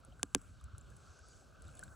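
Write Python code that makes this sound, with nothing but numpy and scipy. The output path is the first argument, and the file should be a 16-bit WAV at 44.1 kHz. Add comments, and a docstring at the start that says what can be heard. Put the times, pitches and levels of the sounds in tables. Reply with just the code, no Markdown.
"""A rocky lake shore: small waves wash and trickle, drops plop and tick, a far bird whistles.
The wash is coloured noise with spray and tiny bubbles; plops and one soft low bump are rising tones,
ticks are noise bursts. Two knocks ring the modes of a camera housing and its body; the bird is a
gliding sine. Wind is low noise on the two microphone ports, with gusts and single lumps of air."""
import sys
import numpy as np
from scipy import signal
from scipy.fft import rfft, irfft
from scipy.io import wavfile
from scipy.ndimage import uniform_filter1d

SR = 44100
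rng = np.random.default_rng(int(sys.argv[2]) if len(sys.argv) > 2 else 0)


def volts(x):
    """Linear amplitude factor 10**(x/20) for a level x in dB, scalar or array-like."""
    e = np.asarray(x, float) / 20
    return 10 ** e


def store_wav(level_fs):
    """Save 16-bit WAV to argv[1]."""
    pcm = np.round(np.clip(np.atleast_2d(level_fs), -1, 1) * 32767)
    wavfile.write(sys.argv[1], SR, pcm.T.astype(np.int16))


N = 85995  # length [samples]

# colour of the wash through the housing, sum of the ports: (frequency [Hz], gain [dB])
WASH_SUM_COLOUR = [(150, -10), (320, -5), (634, -1), (927, -10.5), (1250, -1), (1550, 2), (1750, -14.5),
                   (1980, -18.5), (3500, -18.5), (4300, -16), (4900, -19.5), (6500, -13.5), (7100, -18),
                   (7750, -11.5), (8200, -17), (8400, -34), (9500, -39), (9800, -25.5), (12600, -37),
                   (12900, -67), (13900, -25), (14200, -40), (14900, -62), (15300, -37.5)]
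# the same for the difference of the ports: (frequency [Hz], gain [dB])
WASH_DIFFERENCE_COLOUR = [(50, -33.5), (150, 3.5), (320, -13.5), (524, -5), (1320, -15), (1550, -21.5),
                          (1750, -81), (2400, -41.5), (3600, -25.5), (5000, -52), (7300, -35.5), (8300, -9),
                          (9300, -14.5), (11000, -38.5), (12300, -38), (14000, -30), (16500, -35)]
# movement of the wash, each curve used about its own mean:
# (time [s], lapping [dB], burble [dB], splash [dB], fizz [dB], top [dB])
WASH_LEVELS = [(0.0, -71, -75.5, -75, -85, -86), (0.41, -75, -75.5, -76.5, -81.5, -81),
               (0.68, -74.5, -74, -79.5, -83.5, -88.5), (0.928, -70.5, -72.5, -78, -79, -81),
               (1.226, -73, -74, -78.5, -72, -85), (1.4, -71, -75, -78, -74.5, -80),
               (1.582, -69, -75.5, -78.5, -79, -84.5), (1.94, -69.5, -69, -79.5, -78.5, -73)]
# centres of those five bands, lapping to top: (frequency [Hz])
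WASH_BANDS_HZ = [550, 1400, 3200, 5700, 7900]
# spray and bubbles in the wash, largest as a wave breaks: (time [s], gain [dB])
CRACKLE = [(0, -2.4), (1.6, -3.5), (1.67, 8.5), (1.72, 1.5), (1.79, 3.5), (1.87, 2.5), (1.92, -5.5)]
# plops of water, and one soft low bump at 0.084 s:
# (time [s], level before onset and decay [dB], starting frequency [Hz], t60 [s])
PLOPS_AND_BUMP = [(0.034, -58.5, 1307, 0.082), (0.084, -49.5, 230, 0.036), (0.124, -55, 676, 0.038),
                  (0.196, -41.5, 1440, 0.014), (0.612, -51, 1190, 0.023), (0.682, -50, 1280, 0.023),
                  (0.749, -50, 1300, 0.03), (0.919, -55.5, 1577, 0.042), (1.074, -53.5, 1335, 0.047),
                  (1.19, -54, 1508, 0.046), (1.236, -59, 1278, 0.15), (1.421, -57, 757, 0.037),
                  (1.686, -51.5, 1356, 0.036), (1.796, -53.5, 1650, 0.033), (1.828, -38, 1488, 0.035),
                  (1.879, -51, 1506, 0.031)]
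# droplets, mostly small and high: (time [s], level before onset and decay [dB], starting frequency [Hz], t60 [s])
DROPLETS = [(.074, -62.5, 533, 0.17), (0.123, -54.5, 3010, 0.014), (0.255, -50.5, 7650, 0.0073),
            (0.382, -48.5, 5450, 0.0072), (.60, -59.5, 3600, 0.021), (0.811, -46, 7200, 0.011),
            (1.332, -61.5, 2940, 0.017), (1.41, -55, 7660, .01), (1.56, -56.5, 2500, 0.0095),
            (1.675, -54.5, 3650, 0.014), (1.773, -59.5, 3490, 0.029), (1.795, -55, 4140, 0.011),
            (1.812, -49, 5450, 0.0084), (1.844, -57.5, 4070, 0.018), (1.88, -53.5, 3600, 0.0095),
            (1.89, -57, 5150, 0.0087)]
# splash ticks: (time [s], noise level at onset, before colouring [dB], t60 [s])
TICKS = [(0.0489, -53, 0.012), (0.1945, -53, 0.0075), (0.4149, -52.5, 0.014), (0.6117, -53.5, 0.0048),
         (0.6407, -46.5, 0.0076), (0.781, -43.5, 0.0079), (0.9023, -49.5, 0.006), (0.9656, -57.5, 0.029),
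         (1.19, -55.5, 0.016), (1.286, -52.5, 0.01), (1.6205, -48, 0.014), (1.652, -55, 0.0043),
         (1.6812, -49, 0.0063), (1.752, -49, 0.0063), (1.771, -48, 0.0069), (1.793, -37, 0.0042),
         (1.8359, -40, 0.015), (1.915, -64, 0.0055)]
# colour of the ticks ahead of the wash colour: (frequency [Hz], gain [dB])
TICK_COLOUR = [(1500, -8), (3000, 6), (5000, 7.5), (8000, 18), (8900, 25.5), (10100, 18.5), (13300, 14),
               (16500, 17)]
# knocks: (time [s], level [dB], thud re knock [dB], rebound re knock [dB])
KNOCKS = [(.2301, -21.5, -2, -57), (.3479, -16.5, 2, -9)]
# rattle of contacts in a knock: (delay [s], level re knock [dB])
CONTACTS = [(.00015, -8), (.00045, 5)]
# housing modes, each gain multiplied by its signed weight:
# (frequency [Hz], sum gain [dB], difference gain [dB], t60 [s], sum weight, difference weight)
HOUSING_MODES = [(712, -15.5, -27.5, 0.01, 0.9, -1.2), (1176, -15, -30.5, 0.02, -0.4, 0.55),
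                 (1635, -14.5, -36, 0.019, -0.58, 0.93), (2500, -2.5, -15, 0.0019, -0.93, 0.46),
                 (3650, -12, -19.5, 0.0063, 0.94, -0.75), (4410, -16, -45, 0.0076, 1, 0.89),
                 (5170, -7, -42, 0.0031, -1.15, -0.51), (6480, 0, -14.5, 0.0019, 0.97, 1),
                 (7850, -7, -15.5, 0.0042, -1.28, -1.2), (8470, -32, 0, 0.0051, 1, 0.89),
                 (9200, -40, -6, 0.0055, 0.31, -1.1), (9910, -11.5, -42, 0.0017, -1.05, -1),
                 (11800, -37, -24.5, 0.0035, -1.1, -1.1), (15000, -31, -34.5, .004, -0.89, 1),
                 (13200, -40.5, -26, .005, 0.8, -0.92)]
# body modes: (frequency [Hz], gain [dB], t60 [s], left re right [dB])
BODY_MODES = [(209.3, -27.5, 0.1115, -0.5), (281.3, -14.5, 0.051, -1), (377, -12, 0.026, 1),
              (465, -16, 0.028, -2)]
# wind strength: (time [s], level [dB])
GUSTS = [(0.0, -46), (0.016, -65), (0.095, -57.5), (0.2, -60), (0.336, -63), (0.374, -48.5), (0.396, -57.5),
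         (0.612, -58.5), (0.77, -58), (0.912, -55.5), (1.042, -63), (1.204, -65.5), (1.568, -63),
         (1.69, -55), (1.764, -60), (1.89, -55), (1.95, -61.5)]
# spectral shape of the wind: (frequency [Hz], relative level [dB])
WIND_COLOUR = [(15, -36.5), (25, -33.5), (45, -3.5), (70, -3), (110, -6.5), (160, -13), (230, -20.5),
               (320, -25.5), (500, -61.5)]
# single lumps of air on the ports: (centre [s], peak [dB], frequency [Hz], length [s])
LUMPS = [(0.648, -43.5, 67.7, 0.073), (.742, -42.5, 94, 0.031), (1.102, -51, 81.7, .085),
         (1.219, -53, 81, 0.04), (1.358, -53, 69, 0.0337), (1.653, -49, 74, .04)]
# far bird notes, before waver and flutter:
# (start [s], length [s], level [dB], start [Hz], held [Hz], end [Hz])
BIRD_NOTES = [(1.226, .135, -76.5, 4350, 4700, 4680), (1.298, .05, -77, 6150, 6700, 6650),
              (1.352, .05, -75, 6550, 6520, 6560), (1.372, .05, -76, 6450, 6300, 5800),
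              (1.335, .05, -78, 5650, 5500, 5350), (1.09, .065, -79, 5950, 5800, 5300),
              (.845, .065, -79, 4250, 4350, 4280)]


def table(rows):
    """Columns of a table."""
    return np.array(rows, float).T


def unit(x):
    """Scale to rms 1."""
    return x / np.sqrt(np.mean(x ** 2))


def curve(rows):
    """Level curve in dB at every sample, from (time [s], level [dB]) points."""
    return np.interp(np.arange(N) / SR, *table(rows))


def colour(x, points):
    """Minimum-phase filter through (frequency [Hz], gain [dB]) points, built from the cepstrum."""
    hz, db = table(points)
    size = 4096
    bins_hz = np.arange(size // 2 + 1) * SR / size
    log_gain = np.interp(np.log(bins_hz + 1), np.log(hz), db) * np.log(10) / 20
    cepstrum = irfft(log_gain)
    # folding the cepstrum forward makes the filter causal
    cepstrum[1:size // 2] *= 2
    cepstrum[size // 2 + 1:] = 0
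    response = irfft(np.exp(rfft(cepstrum)))
    return signal.fftconvolve(x, response)[:N]


def walk(rate):
    """Random levels held for 1 / rate seconds, slewed twice and scaled to rms 1."""
    hold = int(SR / rate)
    steps = np.repeat(rng.standard_normal(N // hold + 1), hold)
    smooth = uniform_filter1d(uniform_filter1d(steps, hold), hold)
    return unit(smooth[:N])


def ring(x, hz, t60):
    """One decaying resonant mode, struck by x."""
    pole = np.exp(2j * np.pi * hz / SR - np.log(1000) / (t60 * SR))
    return signal.lfilter([1], [1, -pole], x).imag


def add(out, s, sound):
    """Lay a sound into a track at s seconds."""
    i = int(s * SR)
    n = max(min(len(sound), N - i), 0)
    out[i:i + n] += sound[:n]


def rising_tone(hz, t60):
    """A decaying tone that rises, as a bubble does when it nears the surface."""
    glide, rise_s = 0.1, 0.00081  # pitch is up by 2 * glide after t60; onset time constant
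    t = np.arange(int(t60 * SR) + 2) / SR
    tone = np.sin(2 * np.pi * hz * (t + glide * t ** 2 / t60))
    return tone * 1000 ** (-t / t60) * (1 - np.exp(-t / rise_s))


def clicks(s, size):
    """Clicks placed between samples, as short windowed sincs."""
    out, k = np.zeros(N), np.arange(-8, 9)
    for at, gain in zip(s * SR, size):
        d = k - at % 1
        out[int(at) + k] += gain * np.sinc(d) * np.cos(np.pi * d / 18) ** 2
    return out


def spray():
    """Random specks of water, each a very short decaying noise burst."""
    per_s, scatter_db = 1100, 3.8
    hit = rng.random(N) < per_s / SR
    size = volts(scatter_db * np.minimum(rng.exponential(size=N), 3))
    specks = hit * rng.standard_normal(N) * size
    burst = rng.standard_normal(200) * np.exp(-np.arange(200) / 20.0)
    return unit(signal.fftconvolve(specks, burst)[:N])


def fizz():
    """A crowd of tiny bubbles, spread evenly over log frequency, few of them loud."""
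    per_s, scatter_db = 1200, 2.6
    out = np.zeros(N)
    for when, pitch, size in rng.random((int(per_s * N / SR), 3)):
        hz = 2200 * 3.62 ** pitch
        add(out, when * N / SR, rising_tone(hz, 18 / hz) * volts(-scatter_db * np.log(size + .03)))
    return unit(out)


def patches(x):
    """Third-octave bands of x follow the level curves, and swell and fade with their neighbours."""
    patchy_db, per_s = 2, 8.035
    spectrum = rfft(x)
    # position in third octaves above 250 Hz
    position = 3 * np.log2(np.arange(N // 2 + 1) * SR / N / 250 + 1e-3)
    centres = 3 * np.log2(np.array(WASH_BANDS_HZ) / 250)
    walks = np.array([walk(per_s) for _ in range(21)])
    s, *levels = table(WASH_LEVELS)
    curves = np.array([np.interp(np.arange(N) / SR, s, db - db.mean()) for db in levels])
    out = 0
    for k in range(19):
        near = np.clip(1 - abs(np.clip(position, 0, 18) - k), 0, 1)
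        # blend the curves of the two nearest bands
        weights = np.array([np.interp(k, centres, row) for row in np.eye(len(centres))])
        swell = (walks[k] + 2 * walks[k + 1] + walks[k + 2]) / np.sqrt(6)
        db = weights @ curves + patchy_db * swell
        out = out + irfft(spectrum * near, N) * volts(db)
    return out


def wash():
    """Hiss, spray and small bubbles of the waves; the two ports share only part of it."""
    level_db, shared = -66, 0.077  # rms of the sum; power the difference shares with it
    hiss = rng.standard_normal(N) * volts(0.64 * walk(23.93))
    crackle = volts(-7) * spray() + volts(-7) * fizz()
    water = patches(hiss + volts(curve(CRACKLE)) * crackle)
    # a shifted copy stands in for unrelated water
    other = np.roll(water, 300) * np.sqrt(1 - shared) + np.sqrt(shared) * water
    mid = colour(water, WASH_SUM_COLOUR)
    side = colour(other, WASH_DIFFERENCE_COLOUR)
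    return np.array([mid, side]) * volts(level_db) / np.sqrt(np.mean(mid ** 2))


def splashes():
    """Plops, droplets and one soft low bump as rising tones; splash ticks as bright decaying noise."""
    tones, ticks = np.zeros(N), np.zeros(N)
    for s, db, hz, t60 in PLOPS_AND_BUMP + DROPLETS:
        add(tones, s, volts(db) * rising_tone(hz, t60))
    for s, db, t60 in TICKS:
        decay = 1000 ** (-np.arange(1500) / SR / t60)
        add(ticks, s, volts(db) * rng.standard_normal(1500) * decay)
    ticks = colour(ticks, TICK_COLOUR)
    mid = tones + colour(ticks, WASH_SUM_COLOUR)
    side = volts(-20.5) * tones + colour(ticks, WASH_DIFFERENCE_COLOUR)
    return np.array([mid, side])


def knocks():
    """Sharp contacts ring the housing; a softer push thuds the body and rebounds."""
    thud_lag_s, push_s, rebound_s = 0.00304, 0.002, 0.01096
    s, db, thud_db, rebound_db = table(KNOCKS)
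    delay, contact_db = table(CONTACTS)
    sharp = clicks((s[:, None] + delay).ravel(), volts((db[:, None] + contact_db).ravel()))
    # the rebound also taps the housing, dully
    tap = clicks(s + rebound_s, volts(db + rebound_db - 7))
    sharp = sharp + signal.sosfilt(signal.butter(3, 2390, fs=SR, output="sos"), tap)

    push = clicks(s + thud_lag_s, volts(db + thud_db))
    push = push + clicks(s + thud_lag_s + rebound_s, volts(db + rebound_db))
    bump = np.hanning(int(push_s * SR) + 2)
    push = signal.fftconvolve(push, bump / bump.sum())[:N]
    push = signal.sosfilt(signal.butter(4, 200, "high", fs=SR, output="sos"), push)

    out = np.zeros((2, N))
    for hz, mid_db, side_db, t60, mid_weight, side_weight in HOUSING_MODES:
        gains = np.array([[mid_weight * volts(mid_db)], [side_weight * volts(side_db)]])
        out += ring(sharp, hz, t60) * gains
    for hz, gain_db, t60, pan_db in BODY_MODES:
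        # tanh turns left re right into difference re sum
        pan = np.array([[1], [np.tanh(pan_db * np.log(10) / 40)]])
        out += ring(push, hz, t60) * volts(gain_db) * pan
    return out


def wind():
    """Low buffeting, unrelated in sum and difference, and a few lumps of some cycles each."""
    side_db = -7.5
    mid, side = (unit(colour(rng.standard_normal(N), WIND_COLOUR)) for _ in range(2))
    rumble = volts(curve(GUSTS)) * np.array([mid, volts(side_db) * side])
    lumps = np.zeros(N)
    for centre, peak_db, hz, length in LUMPS:
        t = np.arange(int(length * SR)) / SR
        tone = np.sin(2 * np.pi * (hz * t + rng.random()))
        add(lumps, centre - length / 2, volts(peak_db) * np.hanning(len(t)) * tone)
    # the difference carries each lump a quarter cycle out of step
    return rumble + np.array([lumps, volts(side_db) * signal.hilbert(lumps).imag])


def bird():
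    """Thin far whistles: sines that glide to a held pitch and on to an end pitch, fluttering in level."""
    waver, flutter_db = 1 + .008 * walk(150), 4.5
    out = np.zeros(N)
    for s, length, db, start_hz, held_hz, end_hz in BIRD_NOTES:
        u = np.arange(int(length * SR)) / (length * SR)
        hz = np.interp(u, [0, .17, .6, 1], [start_hz, held_hz, held_hz, end_hz])
        hz = hz * waver[int(s * SR):][:len(u)]
        envelope = np.minimum(8 * u, 1) * (1 - u) ** .5
        add(out, s, volts(db) * np.sin(2 * np.pi * np.cumsum(hz) / SR) * envelope)
    return np.array([out * volts(flutter_db * walk(70.04)), 0 * out])


def scene():
    """All sources as sum and difference, turned into left and right."""
    mid, side = wash() + splashes() + knocks() + wind() + bird()
    return np.array([mid + side, mid - side])


def low_pass(x):
    """Removes everything above the highest recorded frequency."""
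    return signal.sosfilt(signal.butter(12, 16970, fs=SR, output="sos"), x)


def record(dry):
    """Trims the extreme treble and the deepest bass of the mix."""
    top_hz, low_cut_hz = 16450, 34
    mix = signal.sosfilt(signal.ellip(8, .2, 60, top_hz, fs=SR, output="sos"), dry)
    mix = signal.sosfilt(signal.butter(2, low_cut_hz, "high", fs=SR, output="sos"), mix)
    return low_pass(mix)


dry = scene()
out = record(dry)
store_wav(out)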